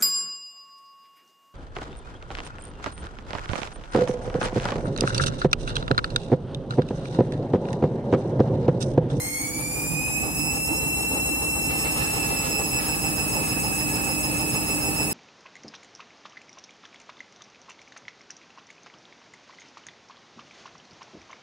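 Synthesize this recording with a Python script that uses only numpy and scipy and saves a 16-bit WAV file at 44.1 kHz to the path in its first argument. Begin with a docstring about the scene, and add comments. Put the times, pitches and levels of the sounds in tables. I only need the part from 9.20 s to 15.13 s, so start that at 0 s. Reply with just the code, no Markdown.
"""Washing machine reaching its spin

A washing machine runs up to a 400 rpm spin, overshoots a little and settles. Its brush motor whines as sums of
sine waves and hisses as coloured noise; the unbalanced load makes the pitch wobble once a turn, thumps the tub
and swishes. Most sounds grow with speed; drum and cabinet drone, rumble and boom, and the mains hums.
As the laundry lets go of its water, the spray (noise and ringing drops) grows and its surges get more even.
Now and then water sloshes or the load knocks and thuds."""
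import sys
import numpy as np
from scipy import signal
from scipy.fft import rfft, irfft, next_fast_len
from scipy.io import wavfile
from scipy.ndimage import uniform_filter1d

SR = 44100
rng = np.random.default_rng(int(sys.argv[2]) if len(sys.argv) > 2 else 0)


def to_wav(s):
    """Save 16-bit WAV."""
    ch = np.atleast_2d(s).T  # columns
    pcm = np.round(np.clip(ch, -1, 1) * 32767)  # PCM
    wavfile.write(sys.argv[1], SR, pcm.astype(np.int16))


N = 261513

# In every table of resonances and nulls the lift is halved one width away from the centre.
# In every noise colour only the shape counts: the noise is scaled to rms 1 afterwards.

# two opposite shoves a turn: multiple of the drum rate, level/dB
THUMP = [(5, -38), (7, -16), (9, -1), (11, -5), (13, -15.5)]
# drum and bearing tones: multiple of the drum rate, level/dB
DRONE = [(19, -13), (20, -23), (21, -25), (22, -19), (23, -23), (24, -17), (26, -22.5), (27, -12),
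         (33, -15.5), (36, -20.5), (38, -22), (45, -19), (48, -21), (50, -16.5)]
# chopped mains current in the motor: f/Hz, level/dB (before HUM_LAW)
HUM = [(100, -17), (200, -16.5), (300, -12), (400, -23)]
# its higher lines at the hardest pull: f/Hz, level/dB
PULL_BUZZ = [(500, -44), (600, -51), (700, -54), (900, -54)]
# noise colours: f/Hz, relative level per Hz/dB
RUMBLE = [(20, -38), (35, -19), (55, -2), (95, 3.5), (130, 9.5), (180, 4.5), (215, 1.5), (285, 5.5),
          (335, 4.5), (360, -37), (600, -76)]
SWISH = [(200, -17), (380, -5), (440, -0.5), (560, -4), (670, -6.5), (780, 1.5), (900, -2), (1000, -6.5),
         (1270, -9.5), (1520, -27), (2000, -20), (2500, -23), (3300, -46)]
SPRAY = [(900, 8), (1300, 15.5), (1520, -3), (1700, 9), (1950, 7.5), (2300, 7.5), (2800, 13), (3300, 3),
         (4300, 9), (6000, -10), (15000, -22)]
BRUSH = [(1500, 1.5), (2400, 1), (3400, -61), (4500, -18), (5400, 11), (6050, -3.5), (6700, 7.5),
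         (7800, 11.5), (8600, 7.5), (9700, 13.5), (10700, 13), (11800, 4.5), (13300, 12.5), (14700, 2),
         (15700, -7)]
# how alike the noise is at the two ears: f/Hz, correlation (-1 to 1)
LIKENESS = [(110, 1), (150, 0.4), (300, 0.9), (600, 0.36), (1200, -0.13), (4000, 0), (15000, -0.11)]
# left against right for the noise: f/Hz, level/dB
BALANCE = [(40, -5), (150, -3.5), (320, -6.5), (420, 4.5), (900, -3), (2000, 1.5), (14000, -0.5)]
# commutator overtones: multiple of the slot rate, level/dB (before BAR_LAW)
BAR_TONES = [(6, -7), (8, -9.5), (10, -12.5), (12, -16), (14, -14)]
# rotor slot tones: multiple of the slot rate, level/dB (before SLOT_LAW)
SLOT_TONES = [(3, -23), (5, -7), (7, -10), (9, -11.5), (11, -11), (13, -12)]
# resonances and nulls of the motor housing: f/Hz, width/Hz, lift/dB
HOUSING = [(3230, 150, 12.5), (4027, 18, 15), (5810, 470, -1), (8110, 30, -1), (9300, 2300, 7),
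           (9270, 57, 2.5), (10540, 30, -2), (10700, 31, 0.5)]
# rough low tones of the motor bearings: multiple of the motor rate, level/dB (at set speed)
GROWL = [(6, -50), (7, -56)]
# booms of the cabinet panels: f/Hz, width/Hz, lift/dB
PANEL = [(136.4, 1.1, 10), (161.7, 2.5, 7)]
# cabinet resonances and nulls that the main whine and its octave pass: f/Hz, width/Hz, lift/dB
WHINE_PEAKS = [(2190, 35, 4), (2525, 54, 7.5), (2586, 14, -3), (2685, 66, 6.3)]
OCTAVE_PEAKS = [(4280, 170, 4.9), (5247, 33, 4.2), (5286, 108, 6.9)]
# standing waves move the main whine between the ears as its pitch changes: f/Hz, left-right level/dB
WHINE_PAN = [(2200, 3), (2320, -3), (2500, -2.5), (2560, -5.5), (2625, -5.6), (2685, 2.4)]
# brush hiss over time: t/s, level/dB (before BRUSH_LAW)
HISS_LEVEL = [(0, 5), (0.35, -6), (0.65, 2.5), (0.7, -1), (1.25, -0.5), (1.55, 0.5), (3.12, 0.8), (3.35, 1),
              (5.9, 0.5)]
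# water sloshes in the tub: t/s, time to fade to 37 % of the lift/s, swish lift/dB, spray lift/dB
SLOSHES = [(1.076, 0.053, 2.5, 2), (1.956, 0.03, 5, 2), (2.774, 0.028, 3.5, 3), (2.925, 0.33, 2, 3.5),
           (3.25, 0.033, 0.5, 3), (3.395, 0.051, 3, -0.5), (3.642, 0.033, 0.5, 6.5),
           (4.288, 0.11, -2.5, 1.5)]
# resonances and nulls of the cabinet that colour the rumble and the thuds: f/Hz, width/Hz, lift/dB
CABINET_MODES = [(151, 3.5, -17), (251.5, 5.2, 4.5), (291, 5.3, 4.5), (352, 5.7, -0.5)]
# resonances and nulls of the drum and tub, which colour the laundry, spray and knocks: f/Hz, width/Hz, lift/dB
TUB_MODES = [(388, 8.2, 5.5), (432, 5, 3), (525, 22, 3), (613.5, 5.8, 9.5), (789, 10, 3), (882, 8.1, 6.5),
             (1090, 4.7, -7), (1147, 7.2, 6.5), (1200, 15, -4), (1268, 16, 2), (1427, 20, 10.5),
             (1707, 20, 7.5)]
# colour of the boom of a side panel: f/Hz, relative level per Hz/dB
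BOOM = [(40, -55), (90, -23), (125, -7), (150, 10.5), (172, 3), (210, -43.5), (500, -75)]
# that boom over time, strongest while the wet load is brought up to speed: t/s, level/dB
BOOM_LEVEL = [(0, -48), (0.5, -44), (0.77, -31.5), (0.9, -39), (1.17, -34), (1.45, -42), (1.63, -38),
              (1.8, -49), (3.1, -55), (3.85, -38), (5.9, -44)]
# the load knocks harder against the drum: t/s, level/dB (before the rise and decay)
KNOCKS = [(1.485, -30.5), (4.145, -25.5), (4.188, -41)]
# colour of a knock: f/Hz, relative level per Hz/dB
KNOCK = [(40, -45), (200, -16), (330, -3), (520, -0.5), (720, -2), (900, 2.5), (1300, -15), (2500, -43),
         (5000, -55)]
# the wet load thuds softly on some turns: t/s, level/dB
THUDS = [(0.22, -34), (0.36, -34), (0.82, -37), (0.9, -45), (1.05, -36), (1.21, -39), (1.35, -41),
         (1.52, -32), (1.8, -39), (1.95, -31.5), (2.12, -41)]
# colour of a thud: f/Hz, relative level per Hz/dB
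THUD = [(150, -21), (240, -2), (325, 4), (370, -25), (600, -50)]
# brief dips of all drum and laundry sounds: t/s, time to fade to 37 % of the dip/s, level/dB
LULLS = [(0.142, 0.062, -3.5), (0.46, 0.021, -0.5), (1.43, 0.02, -3), (2.984, 0.07, -0.5)]

# level laws: level at set speed/dB, power of speed that the amplitude follows, change as the water leaves/dB
HUM_LAW = (-37, 0.6, 7.8)
THUMP_LAW = (-41.5, 5.5, -1.5)
DRONE_LAW = (-36.3, 3, 1.3)
RUMBLE_LAW = (-36.5, 0.78, 0.45)
SWISH_LAW = (-37.5, 4, 2.7)
SPRAY_LAW = (-48, 1, 7.55)
BRUSH_LAW = (-36, 1, 0)
WHINE_LAW = (-36, 1, -0.062)
OCTAVE_LAW = (-45, 0.16, 0.35)
BAR_LAW = (-33, 0.66, 1)
SLOT_LAW = (-38.5, 3.3, 0)
# the tub sways on its springs at one drum rate: f/Hz, width/Hz, lift/dB
SWAY = (6.67, 0.29, 2.9)

SLOTS, BELT_RATIO = 18, 196 / 18   # rotor slots, motor turns per drum turn
CUTOFF_HZ = 15800
ROOM_T60_S = 0.4   # time for the reflections to fall by 60 dB
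# the speed control closes in on its set speed as a damped swing (motor turns per s)
SET_SPEED, SPEED_SWING = 72.68, 14.55
# when the set speed is first reached, period of the swing, its time constant
REACHED_S, HUNT_PERIOD_S, SETTLE_S = 1.2061, 5.1974, 1.0841
# share by which the motor speeds up and slows on each drum turn
WOBBLE = 0.0031
# the laundry lets go of its water: start, rise time of the spray, time to drain
RELEASE_S, SPRAY_RISE_S, DRAIN_S = 2.37, 0.15, 1.76
# the heavy side of the load comes round: when (part of a turn), rise and decay (turns)
LUNGE_AT, LUNGE_RISE, LUNGE_DECAY = 0.11, 0.19, 0.24
# the swish: its surge on each turn once drained, its random patter
DRAINED_SURGE_DB, PATTER_DB = 1.4, 0.8
# the spray: its surge on each turn with a wet and a drained load, its random unevenness
WET_SPRAY_SURGE_DB, DRAINED_SPRAY_SURGE_DB, SPLASH_DB = 1.3, 0.6, 0.9
# ringing drops: pitch range, cycles to fall by 60 dB, how many at each ear, level against the spray noise
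DROP_LOW_HZ, DROP_HIGH_HZ, DROP_CYCLES, DROPS_PER_S, DROP_DB = 1557, 2737, 240, 120, -9.5
KNOCK_RISE_S, KNOCK_DECAY_S = 0.01, 0.057
THUD_HALF_S = 0.023   # from the middle of a thud to 37 % of its height
# brush pressure: swing with each drum turn, random flicker
BRUSH_SWAY_DB, BRUSH_FLICKER_DB = 0.45, 0.3
# roughness of the whine (0-1): when coasting, and added at the hardest pull
COAST_ROUGH, PULL_ROUGH = 0.19, 0.26
# the resonances answer a change of pitch a little late
RING_LAG_S = 0.017


def from_db(db):
    """Decibels to gain."""
    return 10 ** (np.asarray(db) / 20)


def rms_one(x):
    """Scale to rms 1."""
    return x / np.sqrt(np.mean(x ** 2) + 1e-20)


def at_hz(points, hz):
    """Read a table between its points on a log-frequency axis."""
    f, value = np.transpose(points)
    return np.interp(np.log(np.maximum(hz, 1)), np.log(f), value)


def pan(left_db):
    """Left and right gains that keep the total power the same."""
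    gains = from_db(np.array([[.5], [-.5]]) * left_db)
    return gains / np.sqrt(np.mean(gains ** 2, axis=0))


def ramp(start_s, length_s):
    """From 0 to 1 in a straight line."""
    return np.clip((np.arange(N) / SR - start_s) / length_s, 0, 1)


def swing(turns, peak_at):
    """One swing a turn, highest at the given part of the turn."""
    return np.cos(2 * np.pi * (turns - peak_at))


def drift(rate):
    """Slow random wandering with spread 1: noise smoothed twice at the given rate in Hz."""
    r = np.exp(-40 * np.pi * rate / SR)   # worked out at every 20th sample
    white = rng.standard_normal(N // 20 + 2002)
    slow = signal.lfilter([1], [1, -2 * r, r * r], white)[2000:]   # skip the filter's start
    return np.interp(np.arange(N) / 20, np.arange(len(slow)), rms_one(slow))


def resonance_db(hz, mode):
    """Lift (or cut, when negative) in dB near one resonance or null."""
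    centre, width, db = mode
    return db / (1 + ((hz - centre) / width) ** 2)


def coloured(white, spectrum, modes=()):
    """Two unrelated noises become stereo noise with a colour, resonances and set likeness of the ears; rms 1."""
    size = next_fast_len(N, True)
    hz = np.arange(size // 2 + 1) * SR / size
    colour_db = at_hz(spectrum, hz) + sum(resonance_db(hz, mode) for mode in modes)
    mid, side = rfft(white, size) * from_db(colour_db)
    alike = np.clip(at_hz(LIKENESS, hz), -1, 1)
    ears = np.sqrt(1 + alike) * mid + np.sqrt(1 - alike) * side * [[1], [-1]]
    return rms_one(irfft(ears * pan(at_hz(BALANCE, hz)), size)[:, :N])


def rolling_noise(turns, repeat, size=4096):
    """Part of the noise is a rough track met again on every turn, the rest is new."""
    track = rng.standard_normal((2, size))
    again = np.array([np.interp(turns % 1 * size, np.arange(size), side) for side in track])
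    again *= np.sqrt(size * turns[-1] / N)   # same power per Hz as the new part
    share = np.clip(repeat, 0, 1)
    return np.sqrt(share) * again + np.sqrt(1 - share) * rng.standard_normal((2, N))


def taps(per_s, spread_db):
    """Small random contacts of uneven strength, two unrelated streams; rms 1."""
    struck = rng.random((2, N)) < per_s / SR
    sign = rng.choice([-1, 1], (2, N))
    strength_db = spread_db * np.clip(rng.standard_normal((2, N)), -2, 2)
    return rms_one(struck * sign * from_db(strength_db))


def motor_speed():
    """Motor turns per second: a run-up, one overshoot, then a fading swing about the set speed."""
    t = np.arange(N) / SR
    hunting = np.sin(2 * np.pi * (t - REACHED_S) / HUNT_PERIOD_S)
    return SET_SPEED + SPEED_SWING * np.exp(-t / SETTLE_S) * hunting


def rotor_turns(speed, turns, jitter=0.0011):
    """Turns made by the rotor; the load speeds and slows it once a drum turn, with a little random jitter."""
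    uneven = 1 + WOBBLE * swing(turns, peak_at=.27) + jitter * drift(rate=65.0)
    return np.cumsum(speed * uneven) / SR


def pull_of(speed):
    """How hard the motor pulls: 0 when it is not speeding up, 1 at the steepest run-up."""
    gain = np.maximum(np.gradient(speed), 0)
    return gain / gain.max()


def level(law, speed, drained):
    """Gain of a source: a power of the speed, shifted as the water leaves the laundry."""
    db, power, drained_db = law
    return from_db(db + drained_db * drained) * (speed / SET_SPEED) ** power


def hum():
    """The motor iron buzzes at multiples of twice the mains rate."""
    t = np.arange(N) / SR
    lines = sum(from_db(db) * np.sin(2 * np.pi * (hz * t + rng.random())) for hz, db in HUM)
    return np.sqrt(2) * lines * pan(left_db=-4)


def pull_buzz(speed, flutter_db=3):
    """While the motor pulls, the chopped current adds higher, unsteady lines to the hum."""
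    t = np.arange(N) / SR

    def one_ear():
        """Every line with its own flutter and starting phase."""
        return sum(from_db(db + flutter_db * drift(rate=14)) * np.sin(2 * np.pi * (hz * t + rng.random()))
                   for hz, db in PULL_BUZZ)

    return pull_of(speed) * np.array([one_ear(), one_ear()])


def lulls():
    """Gain of the drum and laundry sounds, which dip briefly now and then."""
    t = np.arange(N) / SR
    return from_db(sum(db * np.exp(-((t - s) / half_s) ** 2) for s, half_s, db in LULLS))


def panel_boom(turns, throb_db=2):
    """A side panel gives a narrow, hollow boom that throbs with the load."""
    boom_db = np.interp(np.arange(N) / SR, *np.transpose(BOOM_LEVEL))
    boom_db = boom_db + throb_db * swing(turns, peak_at=0.45)
    return from_db(boom_db) * coloured(rolling_noise(turns, repeat=0.61), BOOM)


def thuds():
    """The wet load leans on the tub: soft, rounded thuds in the cabinet's upper boom."""
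    t = np.arange(N) / SR
    force = sum(from_db(db) * np.exp(-((t - s) / THUD_HALF_S) ** 2) for s, db in THUDS)
    return force * coloured(rng.standard_normal((2, N)), THUD, CABINET_MODES)


def knocks():
    """Soft, cloth-covered blows: bursts of noise coloured by the tub."""
    force = 0
    for s, db in KNOCKS:
        since = np.maximum(np.arange(N) / SR - s, 0)
        force = force + from_db(db) * (1 - np.exp(-since / KNOCK_RISE_S)) * np.exp(-since / KNOCK_DECAY_S)
    return force * coloured(rng.standard_normal((2, N)), KNOCK, TUB_MODES)


def tub(speed, turns, drained, waver_db=2.0, surge_db=1.0, rebound_db=-0.2, grain_db=-4):
    """The load shoves the tub to and fro; drum and bearings drone and rumble through the cabinet."""
    drum_rate = speed / BELT_RATIO
    shoves = sum(from_db(db) * swing(k * (turns - .26), 0) for k, db in THUMP)
    thump = level(THUMP_LAW, speed, drained) * shoves
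    drone = 0
    for k, db in DRONE:
        # a tone swells as it climbs through a panel's pitch
        boom_db = sum(resonance_db(k * drum_rate, mode) for mode in PANEL)
        tone_db = db + boom_db + waver_db * drift(rate=3.7)
        drone = drone + from_db(tone_db) * swing(k * turns, rng.random())
    drone = level(DRONE_LAW, speed, drained) * drone
    rolling = rolling_noise(turns, repeat=0.82) + from_db(grain_db) * taps(per_s=90, spread_db=4)
    rumble = level(RUMBLE_LAW, speed, drained) * coloured(rolling, RUMBLE, CABINET_MODES)
    load_db = resonance_db(drum_rate, SWAY) + surge_db * swing(turns, peak_at=0.28)
    load = from_db(load_db + rebound_db * swing(2 * turns, peak_at=0.38))
    return np.sqrt(2) * (thump + load * drone) * pan(left_db=-2.0) + load * rumble


def lunge(turns):
    """The heavy side comes round: a quick rise and a slower fall once a turn; mean 0, spread 1."""
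    since = (turns - LUNGE_AT) % 1
    shape = (1 - np.exp(-since / LUNGE_RISE)) * np.exp(-since / LUNGE_DECAY)
    return rms_one(shape - shape.mean())


def drops(count=14):
    """Drops ring briefly at one of several pitches, in unrelated streams at the two ears; rms 1."""
    out = 0
    for hz in np.geomspace(DROP_LOW_HZ, DROP_HIGH_HZ, count):
        r = from_db(-60 * hz / DROP_CYCLES / SR)   # loss per sample
        w = 2 * np.pi * hz / SR
        falls = (rng.random(N) < DROPS_PER_S / count / SR) * rng.standard_normal((2, N))
        out = out + signal.lfilter([0, np.sin(w)], [1, -2 * r * np.cos(w), r * r], falls + 1e-18)
    return rms_one(out)


def laundry(speed, turns, drained, wet_surge_db=1.5, rattle_db=-3, drops_db=0):
    """Wet laundry swishes and rattles past once a turn, more evenly as it drains, and flings drops at the tub."""
    t = np.arange(N) / SR
    surge = lunge(turns)
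    surge_db = wet_surge_db * (1 - drained) + DRAINED_SURGE_DB * drained
    spray_surge_db = WET_SPRAY_SURGE_DB * (1 - drained) + DRAINED_SPRAY_SURGE_DB * drained
    wash_db, gush_db = sum(np.outer(lifts_db, np.exp(-((t - s) / half_s) ** 2))
                           for s, half_s, *lifts_db in SLOSHES)
    rubbing = rolling_noise(turns, repeat=0.073) + from_db(rattle_db) * taps(per_s=220, spread_db=0.5)
    water = rng.standard_normal((2, N)) + from_db(drops_db) * taps(per_s=1300, spread_db=3.5)
    swish = level(SWISH_LAW, speed, drained) * coloured(rubbing, SWISH, TUB_MODES)
    released = ramp(RELEASE_S, SPRAY_RISE_S)
    wet_noise = coloured(water, SPRAY, TUB_MODES) + from_db(DROP_DB) * drops()
    spray = level(SPRAY_LAW, speed, released) * wet_noise
    swish_gain = from_db(surge_db * surge + wash_db + PATTER_DB * drift(rate=12))
    spray_gain = from_db(spray_surge_db * surge + gush_db + SPLASH_DB * drift(rate=16))
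    return swish_gain * swish + spray_gain * spray


def bearings(speed, flutter_rate=14, speed_power=6):
    """Rolling balls growl in narrow bands that climb and swell with the motor."""
    angle = 2 * np.pi * np.cumsum(speed) / SR

    def band(k):
        """A tone made unsteady by two unrelated drifts."""
        return drift(flutter_rate) * np.cos(k * angle) + drift(flutter_rate) * np.sin(k * angle)

    growl = np.array([sum(from_db(db) * band(k) for k, db in GROWL) for ear in range(2)])
    return (speed / SET_SPEED) ** speed_power * growl


def brushes(speed, turns, rotor, drained, rub_db=1.0):
    """Carbon brushes hiss on the commutator; its worn bars return on every motor turn and add a fine buzz."""
    hiss_db = np.interp(np.arange(N) / SR, *np.transpose(HISS_LEVEL))
    sway_db = rub_db * swing(rotor, 0) + BRUSH_SWAY_DB * swing(turns, peak_at=0)
    pressure_db = hiss_db + sway_db + BRUSH_FLICKER_DB * drift(rate=22)
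    hiss = coloured(rolling_noise(rotor, repeat=0.54, size=600), BRUSH)
    return level(BRUSH_LAW, speed, drained) * from_db(pressure_db) * hiss


def room_response():
    """Spectrum of a short diffuse tail for each ear."""
    t = np.arange(SR // 4) / SR
    tail = rng.standard_normal((2, len(t))) * from_db(-60 * t / ROOM_T60_S)
    return rfft(tail, next_fast_len(N + len(t), True))


def in_room(tone, room, share):
    """Reflections turn a wavering pitch into a fluttering level, different at each ear; slow level 1."""
    size = 2 * (room.shape[1] - 1)
    echoes = rms_one(irfft(rfft(tone, size) * room)[:, :N])
    share = np.clip(share, 0, 1)
    heard = np.sqrt(1 - share) * rms_one(tone) + np.sqrt(share) * echoes
    return heard / np.sqrt(uniform_filter1d(heard ** 2, size=SR // 3) + 1e-9)


def whine(speed, rotor, drained, mains_ripple=0.018, ear_lag=0.3):
    """Rotor slots and twice as many commutator bars sing, rougher while the motor pulls."""
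    strain = COAST_ROUGH + PULL_ROUGH * pull_of(speed) ** 2
    slot_angle = 2 * np.pi * SLOTS * rotor
    ears = np.array([[0], [2 * np.pi * ear_lag]])   # the ears lie part of a cycle apart
    chatter, slip = drift(rate=90), 2 * drift(rate=35)
    room = room_response()
    t = np.arange(N) / SR
    # the wobble swings each tone in and out of a sharp resonance
    slot_hz = np.interp(t - RING_LAG_S, t, SLOTS * np.gradient(rotor) * SR)

    def tone(order, share, peaks):
        """One partial: roughened by strain, lifted or cut by resonances and nulls, heard with reflections."""
        angle = order * slot_angle + ears
        source = np.sin(angle) + strain * chatter * np.sin(angle + slip)
        lift_db = sum(resonance_db(order * slot_hz, mode) for mode in peaks)
        return from_db(lift_db) * in_room(source, room, share)

    # the main whine and its octave reach the ears more directly and stay steadier; the other tones flutter
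    main, octave = tone(2, .2, WHINE_PEAKS), tone(4, .3, OCTAVE_PEAKS)
    main = level(WHINE_LAW, speed, drained) * pan(at_hz(WHINE_PAN, 2 * SLOTS * speed)) * main
    octave = level(OCTAVE_LAW, speed, drained) * pan(left_db=-5.0) * octave
    bars = sum(from_db(db) * tone(k, 0.96, HOUSING) for k, db in BAR_TONES)
    bars = level(BAR_LAW, speed, drained) * bars
    slots = sum(from_db(db) * tone(k, 1.0, HOUSING) for k, db in SLOT_TONES)
    slots = level(SLOT_LAW, speed, drained) * slots
    torque = 1 + mains_ripple * np.cos(2 * np.pi * 100 * t)   # pulses at twice the mains rate
    return (main + octave + bars + slots) * torque


def scene():
    """The motor turns the drum through a belt, so one speed drives both."""
    speed, drained = motor_speed(), ramp(RELEASE_S, DRAIN_S)
    turns = np.cumsum(speed) / SR / BELT_RATIO   # turns made by the drum
    rotor = rotor_turns(speed, turns)
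    mains = level(HUM_LAW, speed, drained) * hum() + pull_buzz(speed)
    drum = tub(speed, turns, drained) + panel_boom(turns) + laundry(speed, turns, drained)
    blows = thuds() + knocks()
    motor = bearings(speed) + brushes(speed, turns, rotor, drained) + whine(speed, rotor, drained)
    return mains + lulls() * drum + blows + motor


def record(dry):
    """A steep low-pass filter cuts the top."""
    return signal.sosfilt(signal.ellip(12, .1, 90, CUTOFF_HZ, fs=SR, output="sos"), dry)


dry = scene()
out = record(dry)
to_wav(out)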